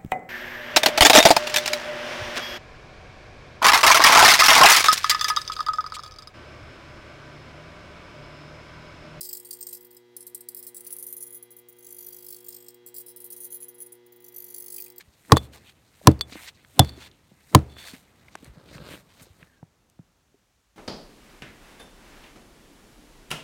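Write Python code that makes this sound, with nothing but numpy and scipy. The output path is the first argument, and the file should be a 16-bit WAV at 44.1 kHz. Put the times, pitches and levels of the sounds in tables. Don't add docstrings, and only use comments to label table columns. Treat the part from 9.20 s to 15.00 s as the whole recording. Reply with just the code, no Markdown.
import sys
import numpy as np
from scipy import signal
from scipy.fft import rfft, irfft
from scipy.io import wavfile
from scipy.ndimage import uniform_filter1d

SR = 44100
rng = np.random.default_rng(int(sys.argv[2]) if len(sys.argv) > 2 else 0)


def unload_wav(signal):
    wavfile.write(
        sys.argv[1],
        SR,
        np.round(np.clip(np.atleast_2d(signal).T, -1, 1) * 32767).astype(np.int16),
    )


N = 255780
FRAME_HZ = 50.065


def gain_of(db):
    return 10 ** (np.asarray(db) / 20)


def evened(x):
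    return x / np.sqrt(np.mean(x ** 2) + 1e-20)


def add(mix, s, sound):
    part = mix[..., round(s * SR):][..., :sound.shape[-1]]
    part += sound[..., :part.shape[-1]]


def wobble(rate):
    t = np.arange(0, N, 256) / SR
    rates = np.geomspace(rate / 10, rate, 8)
    slow = sum(np.sin(2 * np.pi * (f * t + rng.random())) / np.sqrt(f) for f in rates)
    return np.interp(np.arange(N) / SR, t, evened(slow))


# time in seconds, tilt from 0 (level and far) to 1 (tipped, near).
TILT = [(0, 0.83), (.3, 0.9), (.8, 0.83), (1.5, 0.98), (2.0, 0.3), (2.5, 0.15), (3.0, 0.53), (3.4, 1),
        (3.75, 0.93), (4.2, 0.58), (4.7, 0.019), (5.0, 0.35), (5.3, 0.36), (5.5, 0.58), (5.8, 0.68)]


def tilt(t):
    return np.clip(np.interp(t, *np.transpose(TILT)), 0, 1.3)


REVERSALS = [.87, 2.55, 3.6, 4.8]
REVERSE_S = .05


def backward(t):
    return sum((-1) ** k * np.clip((t - s) / REVERSE_S + .5, 0, 1) for k, s in enumerate(REVERSALS))


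def posed(values, t):
    forward_level, forward_tipped, back_level, back_tipped = values
    forward = forward_level + (forward_tipped - forward_level) * tilt(t)
    back = back_level + (back_tipped - back_level) * tilt(t)
    return forward * (1 - backward(t)) + back * backward(t)


# start in seconds, relative level in dB, time driven in ms.
JERKS = [(0.008, -20, 4.1), (0.028, -27.5, 22), (0.048, -33, 28), (0.088, -26.5, 6.9), (0.108, -41, 9.5),
         (0.128, -25.5, 8.9), (0.148, -32.5, 10), (0.168, -33, 8.6), (0.198, -31, 1.6), (0.248, -42, 9.9),
         (0.307, -24.5, 3.7), (0.327, -31, 9.3), (0.407, -39.5, 30), (0.467, -25.5, 3.4),
         (0.527, -36.5, 27), (0.965, -31.5, 7.3), (1.005, -35, 13), (1.026, -41, 3.9), (1.066, -31, 12),
         (1.146, -27, 5.7), (1.206, -37.5, 6.4), (1.286, -29.5, 5), (1.346, -30.5, 2.1), (1.366, -35, 34),
         (1.426, -35.5, 23), (1.466, -31, 23), (1.545, -34, 15), (1.565, -30.5, 16), (1.605, -34.5, 6.7),
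         (1.645, -40, 11), (1.665, -31, 14), (1.705, -31, 15), (1.725, -26.5, 13), (1.765, -32.5, 2.9),
         (1.785, -31.5, 21.4), (1.825, -30.5, 18), (1.865, -28, 12), (1.885, -33.5, 31), (1.925, -29.5, 13),
         (1.965, -29.5, 20), (2.005, -28, 15), (2.025, -27, 14), (2.065, -34.5, 15), (2.105, -38.5, 5),
         (2.125, -32.5, 13), (2.145, -33.5, 29), (2.225, -33.5, 6.9), (2.305, -36, 20), (2.365, -37.5, 9.6),
         (2.385, -34.5, 5.4), (2.485, -34.5, 13), (2.525, -41.5, 4.3), (3.483, -37, 1.3),
         (3.543, -42.5, 2.2), (3.662, -37.5, 26), (3.742, -35.5, 26), (3.762, -38.5, 20), (3.782, -34, 33),
         (3.862, -40, 28), (3.882, -40, 34), (3.961, -36, 17), (4.002, -35.5, 21), (4.042, -33.5, 25),
         (4.102, -32.5, 11), (4.122, -30, 16), (4.163, -31.5, 20), (4.203, -31, 44), (4.243, -30.5, 21),
         (4.303, -37, 28), (4.323, -32, 20), (4.343, -32, 25), (4.403, -34.5, 14), (4.423, -34, 20),
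         (4.482, -35.5, 16), (4.543, -42, 14), (4.582, -42, 14), (4.602, -32, 26.4), (4.662, -40, 7),
         (4.721, -34.5, 6.6), (4.862, -45, 4.6), (4.921, -43, 5.3), (4.961, -46, 7.4), (5.66, -33, 3.5),
         (5.68, -33.5, 1), (5.7, -31, 1), (5.72, -40.5, 1.4), (5.76, -38, 0.96), (5.78, -30, 2.3)]
# centre in Hz, width of each smoothing pass in Hz, relative level in dB.
CASE = [
    [(4130, 190, -8.5), (5190, 440, -1.5)],
    [(4735, 410, 0)],
    [(6250, 410, 5), (6930, 340, 2.5), (7700, 160, 6)],
    [(7800, 860, -1.5), (8614, 616, 5)],
    [(10275, 1340, -6)],
    [(11030, 950, -3.5), (11810, 1160, -0.5), (13260, 750, -0.5)],
    [(15600, 600, -3)],
    [(13700, 620, -7.5), (14400, 650, -1)],
]
# forward level, forward tipped, back level, back tipped, all in dB.
FACING = [(-29, -5.5, -36.5, -8), (-18.5, -9.5, -36, -16), (-10, -23.5, -26, -19), (-29, -3.5, -24.5, -5.5),
          (4.5, -8.5, 3.5, 1), (-7.5, -6.5, -11, -3.5), (1, 0.5, -22, 4)]
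KICK = (0.21, 0.6, 1.1, 2.5)
DRIFT, DRIFT_PER_S = .022, 9.
LIGHT_DB, THIN_DB = -41.5, 1.5
TICK_FORWARD_DB, TICK_BACK_DB = 7, 12
REBOUND_DB = -13.5


def servo(colour_db=2.3):
    pulses = list(JERKS) + sweep_pulses()
    t = np.arange(N) / SR
    faces = [posed(row, t) for row in FACING] + [0]
    modes = [(mode, face_db) for side, face_db in zip(CASE, faces) for mode in side]
    chance = rng.standard_normal((len(pulses), len(modes)))
    colours = evened(chance + np.roll(chance, 1, axis=0))
    octaves = np.log2([mode[0] / 14000 for mode, _ in modes])
    load, ticks = np.zeros((2, len(modes), N))
    rebounds_db = REBOUND_DB + 1.0 * rng.standard_normal(len(pulses))
    for (start, db, ms), colour, rebound_db in zip(pulses, colours, rebounds_db):
        back = backward(start) > .5
        thinning_db = THIN_DB * max(LIGHT_DB - db, 0) * octaves
        force = gain_of(db + colour_db * colour + thinning_db)[:, None]
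        add(load, start, force * jerk(ms, back, posed(KICK, start), rebound_db))
        add(ticks, start + .001, force * gain_of(TICK_BACK_DB if back else TICK_FORWARD_DB))
    strikes = teeth()
    case = np.zeros(N)
    for k, ((hz, width, db), face_db) in enumerate(modes):
        drifting_hz = hz * (1 + DRIFT * wobble(DRIFT_PER_S))
        struck = strikes * settle(load[k], hz) + ticks[k]
        case += gain_of(db + face_db) * gliding(struck, drifting_hz, width)
    return gain_of(8.5) * case


# time in seconds, relative level in dB.
RUNS = [
    [(.06, -47.5), (.435, -37)],
    [(.48, -34), (.575, -43)],
    [(.6, -45.5), (.65, -41.5), (.675, -44.5)],
    [(.7, -42.5), (.775, -42)],
    [(2.56, -50.5), (2.65, -37.5), (2.76, -36), (2.9, -34), (3.04, -34), (3.17, -32.5), (3.22, -43.5),
     (3.3, -33.5), (3.44, -44), (3.51, -40)],
    [(4.99, -46.5), (5.06, -41.5), (5.09, -43)],
    [(5.11, -50.5), (5.17, -29.5), (5.25, -37), (5.35, -30), (5.44, -32), (5.6, -26.5), (5.65, -32)],
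]
LAG_LEVEL_MS, LAG_TIPPED_MS = 8.3, 7.0


def sweep_pulses(ms=5.0, spread_db=2.3, spread=0.25):
    rows = []
    for run in RUNS:
        s, db = np.transpose(run)
        t = np.arange(np.ceil(s[0] * FRAME_HZ - .4), s[-1] * FRAME_HZ - .4) / FRAME_HZ
        t = t + (LAG_LEVEL_MS + (LAG_TIPPED_MS - LAG_LEVEL_MS) * tilt(t)) / 1000
        chance = rng.standard_normal((len(t), 2))
        levels_db = np.interp(t, s, db) + spread_db * chance[:, 0]
        rows += list(zip(t, levels_db, ms * np.exp(spread * chance[:, 1])))
    return rows


REBOUND_S = .031


def jerk(ms, back, kick, rebound_db, kick_s=0.0024, rise_s=0.0005, coast_s=0.0058, sag=14.7):
    driven_s = ms / 1000
    t = np.arange(round((driven_s + .04) * SR)) / SR
    coast_s = coast_s * min(.5 + ms / 12, 1)
    driven = np.exp(-sag * (t % (1 / FRAME_HZ)) - np.maximum(t - driven_s, 0) / coast_s)
    rise = (1 - np.exp(-t / rise_s)) ** 2
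    kicked = (1 + kick * np.exp(-t / kick_s)) / np.sqrt(1 + kick)
    rebound = back * gain_of(rebound_db) * (t > REBOUND_S) * np.exp(-abs(t - REBOUND_S) / kick_s)
    return rise * driven * kicked + rebound


MESH_PER_S, MESH_DB = 260, 7


def teeth(per_s=5000, spread_db=-4.0, hiss=0.75):
    sizes = gain_of(spread_db * np.minimum(rng.exponential(1, N), 4))
    strikes = sizes * (rng.random(N) < per_s / SR)
    speed_db = 1.7 * evened(uniform_filter1d(rng.standard_normal(N), size=300))
    turns = np.cumsum(MESH_PER_S * gain_of(speed_db)) / SR
    flutter_db = 1.4 * evened(uniform_filter1d(rng.standard_normal(N), size=160))
    mesh = gain_of(MESH_DB * np.exp(-(turns % 1) / 0.17) + flutter_db)
    signed = evened(strikes * rng.choice([-1, 1], N))
    return evened(mesh * (signed + hiss * rng.standard_normal(N)))


def settle(load, hz, cycles=3.0):
    r = np.exp(-hz / SR / cycles * (hz / 5000))
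    return signal.lfilter([1 - r], [1, -r], load)


def gliding(x, hz, width):
    turn, r = np.exp(2j * np.pi * np.cumsum(hz) / SR), np.exp(-np.pi * width / SR)
    smooth = signal.lfilter([(1 - r) ** 2], [1, -2 * r, r ** 2], x * turn.conj())
    return 2 * (turn * smooth).real


# forward level, forward tipped, back level, back tipped, all in Hz.
DIP_HZ = (7870, 10130, 9000, 6560)
NOTCH = (.7, 0.1, 0.49, 0.29)
NOTCH_HZ = 12900


def deck(gears):
    t = np.arange(N) / SR
    hollow = cancelled(gears, posed(DIP_HZ, t), 0.62, 1420.0)
    return cancelled(hollow, np.full(N, NOTCH_HZ), posed(NOTCH, t), 900.)


def cancelled(x, hz, depth, width):
    turn, r = np.exp(2j * np.pi * np.cumsum(hz) / SR), np.exp(-np.pi * width / SR)
    return x - depth * 2 * (turn * signal.lfilter([1 - r], [1, -r], x / turn)).real


# start in seconds, relative level in dB, extra level of the highest ring in dB.
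KNOCKS = [(.109, -52, -1.5), (.529, -55.5, 0), (4.326, -72.5, 13.5), (4.424, -59.5, -2),
          (4.605, -71.5, 10.5), (5.582, -46, 0.5), (5.592, -47, -11), (5.665, -50, -12)]
# centre in Hz, width of each filter pass in Hz, relative level in dB.
FRAME = [(2000, 280, -6), (2473, 330, -0.5), (3200, 215, -2.5)]


def knocks(t60=0.034, per_s=500):
    blows, t = np.zeros((len(FRAME), N)), np.arange(3000) / SR
    for s, db, high_db in KNOCKS:
        bounces = rng.standard_normal(len(t)) * (rng.random(len(t)) < per_s / SR)
        burst = bounces * gain_of(-60 * t / t60) + (t == 0)
        add(blows, s, gain_of([[db], [db], [db + high_db]]) * burst / np.linalg.norm(burst))
    return sum(gain_of(db) * resonate(blow, hz, width) * hz / width * 10
               for blow, (hz, width, db) in zip(blows, FRAME))


def resonate(x, hz, width):
    b, a = signal.iirpeak(hz, hz / width, SR)
    return signal.lfilter(b, a, signal.lfilter(b, a, x))


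# start in seconds, length in seconds, level at the peak of the swell in dB.
RUSTLES = [(1.587, 0.24, -63.5)]


def rustle(per_s=1000, spread_db=6.0):
    t = np.arange(N) / SR
    swell = sum(gain_of(db) * np.sin(np.pi * np.clip((t - s) / length, 0, 1)) ** 2
                for s, length, db in RUSTLES)
    sizes = gain_of(spread_db * np.minimum(rng.exponential(1, N), 4))
    grains = sizes * (rng.random(N) < per_s / SR) * rng.choice([-1, 1], N)
    return swell * evened(resonate(grains, 2000.0, 5600.0))


def room(x, t60=0.14):
    at = np.arange(120, 12000, 20)
    taps = np.zeros(12020)
    spots = at + rng.integers(0, 20, len(at))
    taps[spots] = rng.choice([-1., 1.], len(at)) * gain_of(-60 * at / SR / t60)
    return signal.oaconvolve(x, taps / np.linalg.norm(taps))[:N]


# level in dB rms, before it wavers.
HUM_LEVELS = [-72.5, -70, -57.5, -64.5, -85.5, -82, -78.5, -77.5, -89, -82, -92, -84.5, -84, -84, -84.5,
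              -79.5, -74.5, -84, -84, -85.5, -87, -89.5, -84.5, -84.5, -89, -87, -77, -78.5, -89, -99, -89,
              -85.5, -80.5]
HUM_HZ = 120.053


def hum(waver_db=0.56, scatter=0.018):
    turn = 2 * np.pi * HUM_HZ * np.arange(N) / SR
    multiples = np.arange(1, len(HUM_LEVELS) + 1)
    depth_db = waver_db * multiples ** 0.39
    lag = [np.pi * (k == 1) + 2 * np.pi * min(scatter * k ** 2, 1) * (rng.random() - .5) for k in multiples]
    buzz = np.zeros(N)
    for k, db, depth, phase in zip(multiples, HUM_LEVELS, depth_db, lag):
        buzz += np.sqrt(2) * gain_of(db + depth * wobble(1.966)) * np.cos(k * turn + phase)
    return buzz


# frequency in Hz, relative spectral level in dB.
FLOOR = [(40, -9), (90, -0.5), (300, 6), (600, 4.5), (1200, -0.5), (2400, -3.5), (3800, -3), (4600, -1.5),
         (9000, -13), (16000, -13)]
FLOOR_DB = -69


def floor():
    f, db = np.transpose(FLOOR)
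    shape = gain_of(np.interp(np.log(np.fft.rfftfreq(N, 1 / SR) + 1), np.log(f + 1), db))
    return gain_of(FLOOR_DB) * evened(irfft(rfft(rng.standard_normal(N)) * shape, N))


def scene():
    craft = deck(servo()) + knocks() + rustle()
    return (craft + gain_of(-11.5) * room(craft) + hum() + floor())[None]


QUIET_DB, EXPAND = -46.5, 0.15
EDGE_HZ = 16974


def record(dry):
    power_db = 10 * np.log10(abs(uniform_filter1d(dry ** 2, size=6000)) + 1e-12)
    shortfall_db = uniform_filter1d(np.minimum(power_db - QUIET_DB, 0), size=4000)
    dry = dry * gain_of(EXPAND * shortfall_db)
    step = signal.firwin(255, 15850, window=("kaiser", 7), fs=SR)[None]
    dull = signal.oaconvolve(dry, step, "same")
    heard = dull + gain_of(-36) * (dry - dull)
    limit = signal.firwin(511, EDGE_HZ, window=("kaiser", 9), fs=SR)[None]
    return signal.oaconvolve(heard, limit, "same")


dry = scene()
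out = record(dry)
unload_wav(out)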